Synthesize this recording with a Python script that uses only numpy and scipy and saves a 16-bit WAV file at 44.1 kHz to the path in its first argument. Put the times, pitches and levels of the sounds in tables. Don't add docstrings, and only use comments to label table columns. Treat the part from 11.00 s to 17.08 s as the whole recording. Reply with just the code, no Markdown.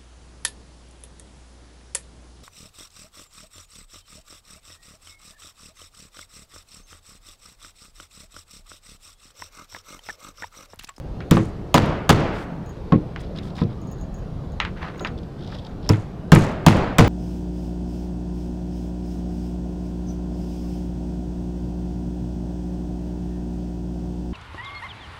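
import sys
import numpy as np
from scipy import signal
from scipy.io import wavfile
from scipy.ndimage import uniform_filter1d

SR = 44100
rng = np.random.default_rng(int(sys.argv[2]) if len(sys.argv) > 2 else 0)


def linear_from_db(decibels):
    return 10 ** (np.asarray(decibels, float) / 20)


def bounce(signal):
    frames = np.transpose(np.atleast_2d(signal))
    limited = np.clip(frames, -1, 1)
    pcm = np.round(limited * 32767).astype(np.int16)
    wavfile.write(sys.argv[1], SR, pcm)


N = 268128

# pitch_hz, level_db
AIR_SPECTRUM = [(20, -16), (33, 0), (50, -2.5), (66, -4), (110, -5.5), (175, -3.5), (240, -13),
                (330, -13.5), (620, -19.5), (1180, -31), (2200, -43), (4500, -45.5), (7000, -56),
                (10000, -61.5), (14700, -67), (16500, -84)]
AIR_DB = -32
# start_s, length_s, level_db
SWISHES = [(1.33, .13, -58), (2.2, 0.022, -55), (2.42, 0.081, -62), (2.55, 0.051, -60)]
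# pitch_hz, level_db
SWISH_SPECTRUM = [(2500, -15), (5000, 2), (8000, 0), (13000, -12), (16000, -12)]
# start_s, level_db
NICKS = [(2.36, -44.5), (2.372, -47), (2.385, -36), (2.5827, -49), (3.994, -39), (4.0702, -35),
         (4.079, -48), (4.177, -49), (4.186, -47), (4.2317, -49.5), (4.408, -56), (4.433, -47),
         (4.474, -40), (4.515, -47), (4.585, -42), (4.6647, -43)]
NICK_PEAK_S = 0.002
# start_s, length_s, nail_point_db, hand_and_hammer_db
RUBS = [(1.3, 0.15, -55, -40), (1.6, 0.9, -69, -59), (2.18, .1, -56, -55), (2.35, 0.047, -53, -48.5),
        (2.41, 0.12, -54.5, -53.5), (2.55, 0.099, -46, -45), (2.68, 0.062, -59, -53), (3.76, .07, -77, -44),
        (3.81, 0.099, -74, -34), (3.89, 0.11, -72, -46), (3.97, 0.084, -66, -44.5), (4.38, 0.3, -50.5, -65),
        (4.5, 0.07, -51, -44), (4.66, .08, -67, -54), (4.82, 0.13, -51.5, -54)]
# pitch_hz, level_db
POINT_SPECTRUM = [(1500, -29), (2700, -9), (3500, 3.5), (4250, -5.5), (5100, -3), (6200, -20), (7800, -23),
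                  (11500, -34), (16000, -45)]
# pitch_hz, level_db
BROAD_SPECTRUM = [(350, -18), (800, 5), (1600, 2.5), (2800, -8.5), (4500, -17), (8000, -39), (16000, -52)]
STROKE_SKEW, STROKE_POWER = 0.82, 0.49
# start_s, level_db, upper_modes_db (the two upper modes, different for each clink)
CLINKS = [(1.6611, -45, -12), (1.6934, -44, -5), (2.8145, -46, -16), (2.8713, -42.5, -28),
          (2.9153, -39, -7), (2.9836, -52, -30), (3.0006, -53, -25), (3.0123, -43, -15),
          (3.1424, -42.5, -14), (3.1822, -48, -6), (3.5209, -48, -28), (3.603, -44, -28),
          (3.9794, -46, -10), (4.0088, -36, -20), (4.03, -43, -20), (4.0494, -45, -6), (4.692, -60, -6)]
# pitch_hz, level_db, t60_s
NAIL_MODES = [(6680, -10.5, 0.15), (10100, -21, .03), (14500, -12, 0.058)]
# start_s, level_db, centre_hz
TICKS = [(0.2051, -23.5, 1540), (0.22, -44, 1710), (0.3694, -12.5, 1640), (1.9229, -15, 1480),
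         (2.1612, -24, 1940), (2.2079, -38, 2600), (2.235, -41, 2460), (2.385, -30, 2400),
         (2.5827, -27, 1540), (2.6159, -29.5, 1960), (3.6013, -7, 2130), (3.65, -15, 2000),
         (3.7825, -33, 1750), (4.0482, -11.5, 1700), (4.9167, -39, 1670), (4.9343, -18.5, 1560),
         (5.3604, -9, 1560)]
TICK_HZ, TICK_OCTAVES = 1600, 1
TICK_T60_S = 0.15
SCATTER_DB, SCATTER_DULL = -13.5, 0.71
# start_s, level_db
HOPS = [(0.3596, -32), (0.3774, -35), (0.4554, -40), (0.773, -49), (0.8589, -32.5), (1.1294, -37),
        (1.2022, -46), (4.9224, -31), (5.3504, -14.5), (5.3914, -28), (5.696, -27), (5.7703, -34)]
# start_s, level_db, pitch_hz, t60_s
NAIL_RINGS = [(4.8916, -7, 5300, .009)]
# start_s, boom_db, thump_db, knock_db
THUDS = [(0.368, -20.5, -13, -19.5), (1.921, -17, -7.5, -16.5), (2.615, -18.5, -14.5, -30),
         (4.005, -44, -43, -29), (5.358, -25, -13, -18)]
THUD_HZ = [100, 180, 450]
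# pitch_hz, level_db, t60_s
BENCH_MODES = [(85, -54, 0.1), (104.3, 3, 0.27), (125.6, -2, 0.3), (156.6, 2, 0.22), (175, 9, 0.094),
               (205.4, -8, 0.34), (229.1, 3.5, 0.16), (259, -23, 0.058), (320, -1, 0.27), (367.3, -3, 0.21),
               (442.6, -3, 0.23), (477, -9, 0.26), (555, -3, 0.14), (625.4, -17.5, 0.19),
               (771, -5.5, 0.067), (1020, -2, 0.085), (1120, -8.5, 0.017), (1300, -3, 0.059)]
# start_s, steel_ping_db, bench_boom_db, board_thump_db, shed_echo_db
BLOWS = [(0.3105, -11.5, -12, -5.5, -37), (0.7424, -7.5, -13.5, -9.5, -20.5),
         (1.0925, -7.5, -12.5, -8.5, -20), (4.8914, -16.5, -6.5, -14, -42), (5.3189, -14, -6, 1.5, -22.5),
         (5.6641, -8.5, -9, -4.5, -18.5), (5.9839, -8, -6.5, -5, -18.5)]
# pitch_hz, level_db, t60_s
STEEL_MODES = [(3370, 17, 0.0019), (5690, -15, 0.042), (7520, 6, 0.0037), (10670, -22, 0.0083),
               (13400, -19, 0.0024)]
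# pitch_hz, level_db
CRACK_SPECTRUM = [(410, -24), (700, -2), (1340, -6), (1770, -10), (2240, -11), (7170, -21.5),
                  (15000, -37.5), (16500, -40)]
# pitch_hz, t60_s
CRACK_DECAY = [(2000, 0.32), (5000, 0.2), (9000, 0.15), (15000, .16)]
CRACK_S, CRACK_TREBLE_S = 0.021, 0.0083
CRACK_SPLIT_HZ = 4200
KNOCK_DB, KNOCK_SLOPE = -11, 0.33
# pitch_hz, level_db
CHATTER_SPECTRUM = [(1500, -6), (3000, 3), (5000, 0.5), (6800, 3), (9000, -5), (15000, -24)]
# pitch_hz, level_db
ECHO_SPECTRUM = [(53, -38), (95, 0.5), (185, -6), (230, -9.5), (600, -13), (1300, -21), (3000, -32.5),
                 (4800, -41), (7000, -53), (16000, -98)]
# pitch_hz, t60_s
SHED_DECAY = [(60, 0.7), (200, 0.75), (600, 0.82), (1500, 1.08), (3000, 0.78), (6000, 0.47), (12000, 1.05)]
EDGE_HZ = 16300


def evened(x):
    return x / np.sqrt(np.mean(x ** 2) + 1e-20)


def read(points, hz):
    f, value = np.transpose(points)
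    return np.interp(np.log(hz + 1), np.log(f + 1), value)


def add(mix, start_s, sound):
    part = mix[round(start_s * SR):][:len(sound)]
    part += sound[:len(part)]


def noise(length, field_db, size=256):
    frames = 4 * length // size + 5
    hz = np.fft.rfftfreq(size, 1 / SR)[:, None]
    seconds = np.arange(frames) * size / 4 / SR
    real, imaginary = rng.standard_normal((frames, len(hz), 2)).T
    spectra = (real + 1j * imaginary) * linear_from_db(field_db(hz, seconds))
    return signal.istft(spectra, nperseg=size, noverlap=3 * size // 4)[1][:length]


def coloured(points, length):
    return evened(noise(length, lambda hz, s: read(points, hz) + 0 * s))


def wobble(length, size):
    return evened(signal.oaconvolve(rng.standard_normal(length), signal.windows.hann(size), "same"))


def ring(modes, t, extra_db):
    out = 0
    for (hz, db, t60), extra in zip(modes, extra_db):
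        out = out + linear_from_db(db + extra - 60 * t / t60) * np.sin(2 * np.pi * hz * t)
    return out


def hiss_round(centre_hz, octaves, length):
    width = np.clip(octaves, 0.2, 3)
    return evened(noise(length, lambda hz, s: -6 * (np.log2((hz + 50) / centre_hz) / width) ** 2 + 0 * s))


def snap(db, hz, octaves, t60):
    t = np.arange(SR // 6) / SR
    sharp = hiss_round(hz, octaves, len(t)) * linear_from_db(-60 * t / 0.006)
    dull = hiss_round(SCATTER_DULL * hz, octaves, len(t))
    scatter = dull * linear_from_db(SCATTER_DB - 60 * t / np.clip(t60, 0.01, 1))
    onset = 1 - np.exp(-(t / 0.00041) ** 2)
    return linear_from_db(db) * onset * (sharp + scatter)


def arch(length_s):
    progress = np.arange(0, length_s, 1 / SR) / length_s
    return abs(np.sin(np.pi * progress ** STROKE_SKEW)) ** STROKE_POWER


def air():
    def field_db(hz, s):
        across_pitch = uniform_filter1d(rng.standard_normal((len(hz), len(s))), 9, 0)
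        patches = uniform_filter1d(across_pitch, 12, 1)
        return read(AIR_SPECTRUM, hz) + 1.9 * evened(patches)
    return linear_from_db(AIR_DB) * evened(noise(N, field_db, size=2048))


def swish(length_s, db):
    pressure = arch(length_s)
    return linear_from_db(db) * pressure * coloured(SWISH_SPECTRUM, len(pressure))


def nick(db):
    t = np.arange(SR // 20) / SR
    swell = t / NICK_PEAK_S * np.exp(1 - t / NICK_PEAK_S)
    return linear_from_db(db) * coloured(POINT_SPECTRUM, len(t)) * swell


def rub(length_s, point_db, broad_db):
    pressure = arch(length_s)
    length = len(pressure)
    out = np.zeros(length)
    for db, spectrum, catch_db in ((point_db, POINT_SPECTRUM, 5.5), (broad_db, BROAD_SPECTRUM, 3)):
        catching = linear_from_db(catch_db * wobble(length, size=500))
        out += linear_from_db(db) * evened(catching * coloured(spectrum, length))
    return pressure * out


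def clink(db, high_db):
    t = np.arange(SR // 8) / SR
    click = linear_from_db(-8 - 60 * t / 0.004) * np.diff(rng.standard_normal(len(t) + 1))
    rattle = 1 + 0.98 * wobble(len(t), size=120)
    shifted = t * rng.uniform(0.993, 1.007)
    return linear_from_db(db) * (rattle * ring(NAIL_MODES, shifted, (0, high_db, high_db)) + click)


def tick(db, hz):
    octaves = TICK_OCTAVES * TICK_HZ / (hz + TICK_HZ) * 2
    return snap(db, hz, octaves, TICK_T60_S)


def hop(db):
    return snap(db, 8700, 0.42, 0.02)


def nail_ring(db, hz, t60):
    return ring([(hz, db, t60)], np.arange(SR // 10) / SR, [0])


def thud(boom_db, thump_db, knock_db):
    t = np.arange(SR // 2) / SR
    out = np.zeros(len(t))
    levels = list(zip(THUD_HZ, (boom_db, thump_db, knock_db)))
    weights = read(levels, np.transpose(BENCH_MODES)[0])
    for (hz, db, t60), weight in zip(BENCH_MODES, weights):
        pitch_shift, level_shift = rng.standard_normal(2)
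        loose = min(hz / 600, 1)
        mode = (hz * (1 + 0.048 * loose * pitch_shift), db + 3 * loose * level_shift, t60)
        later = np.maximum(t - 0.32 / hz, 0)
        onset = 1 - np.exp(-later * hz / 0.71)
        out += ring([mode], later, [weight]) * onset
    rough = wobble(len(t), size=200)
    return out * (1 + 0.31 * rough)


def steel_ping(db, t):
    hiss = linear_from_db(db - 7.5 - 60 * t / 0.0086) * rng.standard_normal(len(t))
    modes = ring(STEEL_MODES, t * rng.uniform(0.86, 1.033), np.zeros(len(STEEL_MODES)))
    return hiss + linear_from_db(db) * modes * (1 - np.exp(-t / 0.00058))


def crack(echo_db, t):
    burst = coloured(CRACK_SPECTRUM, len(t))
    body = signal.lfilter(*signal.butter(2, CRACK_SPLIT_HZ, fs=SR), burst)
    treble = burst - body
    out = body * np.exp(-(t / CRACK_S) ** 2) + treble * np.exp(-(t / CRACK_TREBLE_S) ** 2)
    linger = noise(len(t), lambda hz, s: read(CRACK_SPECTRUM, hz) - 60 * s / read(CRACK_DECAY, hz))
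    linger /= np.std(linger[:SR // 40])
    out += linear_from_db(-5.5 + 3.4 * wobble(len(t), size=300)) * linger
    onset = 1 - np.exp(-(t / 0.00067) ** 2)
    return linear_from_db(0.51 * echo_db - 3.5) * out * onset


def chatter(thump_db, t):
    hits = (rng.random(len(t)) < 150 / SR) * linear_from_db(3 * rng.standard_normal(len(t)))
    hops = signal.lfilter([1], [1, -np.exp(-1 / (0.001 * SR))], hits) + 0.49
    swell = np.exp(-(t / 0.13) ** 2) * (1 - np.exp(-(t / 0.021) ** 2))
    return linear_from_db(thump_db - 35.5) * coloured(CHATTER_SPECTRUM, len(t)) * hops * swell


def shed_echo(db, t):
    def field_db(hz, s):
        return read(ECHO_SPECTRUM, hz) - 60 * (s - 0.15) / read(SHED_DECAY, hz)
    tail = noise(len(t), field_db, size=512)
    tail /= np.std(tail[SR // 10:SR // 5])
    return linear_from_db(db) * tail * (1 - np.exp(-(t / 0.096) ** 2))


def blow(ping_db, boom_db, thump_db, echo_db):
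    t = np.arange(SR) / SR
    out = steel_ping(ping_db, t) + crack(echo_db, t)
    add(out, 0.0015, thud(boom_db, thump_db, KNOCK_DB + KNOCK_SLOPE * ping_db))
    return out + chatter(thump_db, t) + shed_echo(echo_db, t)


def scene():
    mix = air()
    for rows, source in ((SWISHES, swish), (NICKS, nick), (RUBS, rub), (CLINKS, clink), (TICKS, tick),
                         (HOPS, hop), (NAIL_RINGS, nail_ring), (THUDS, thud), (BLOWS, blow)):
        for start_s, *settings in rows:
            add(mix, start_s, source(*settings))
    return mix[None]


def roll_off(x):
    return signal.sosfilt(signal.butter(12, 16810, fs=SR, output="sos"), x)


def record(dry):
    knee = 7
    bent = dry / (1 + abs(dry) ** knee) ** (1 / knee)
    edge = signal.firwin(101, EDGE_HZ, fs=SR)[None]
    finished = signal.oaconvolve(bent, edge, "same")
    return roll_off(finished)


dry = scene()
out = record(dry)
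bounce(out)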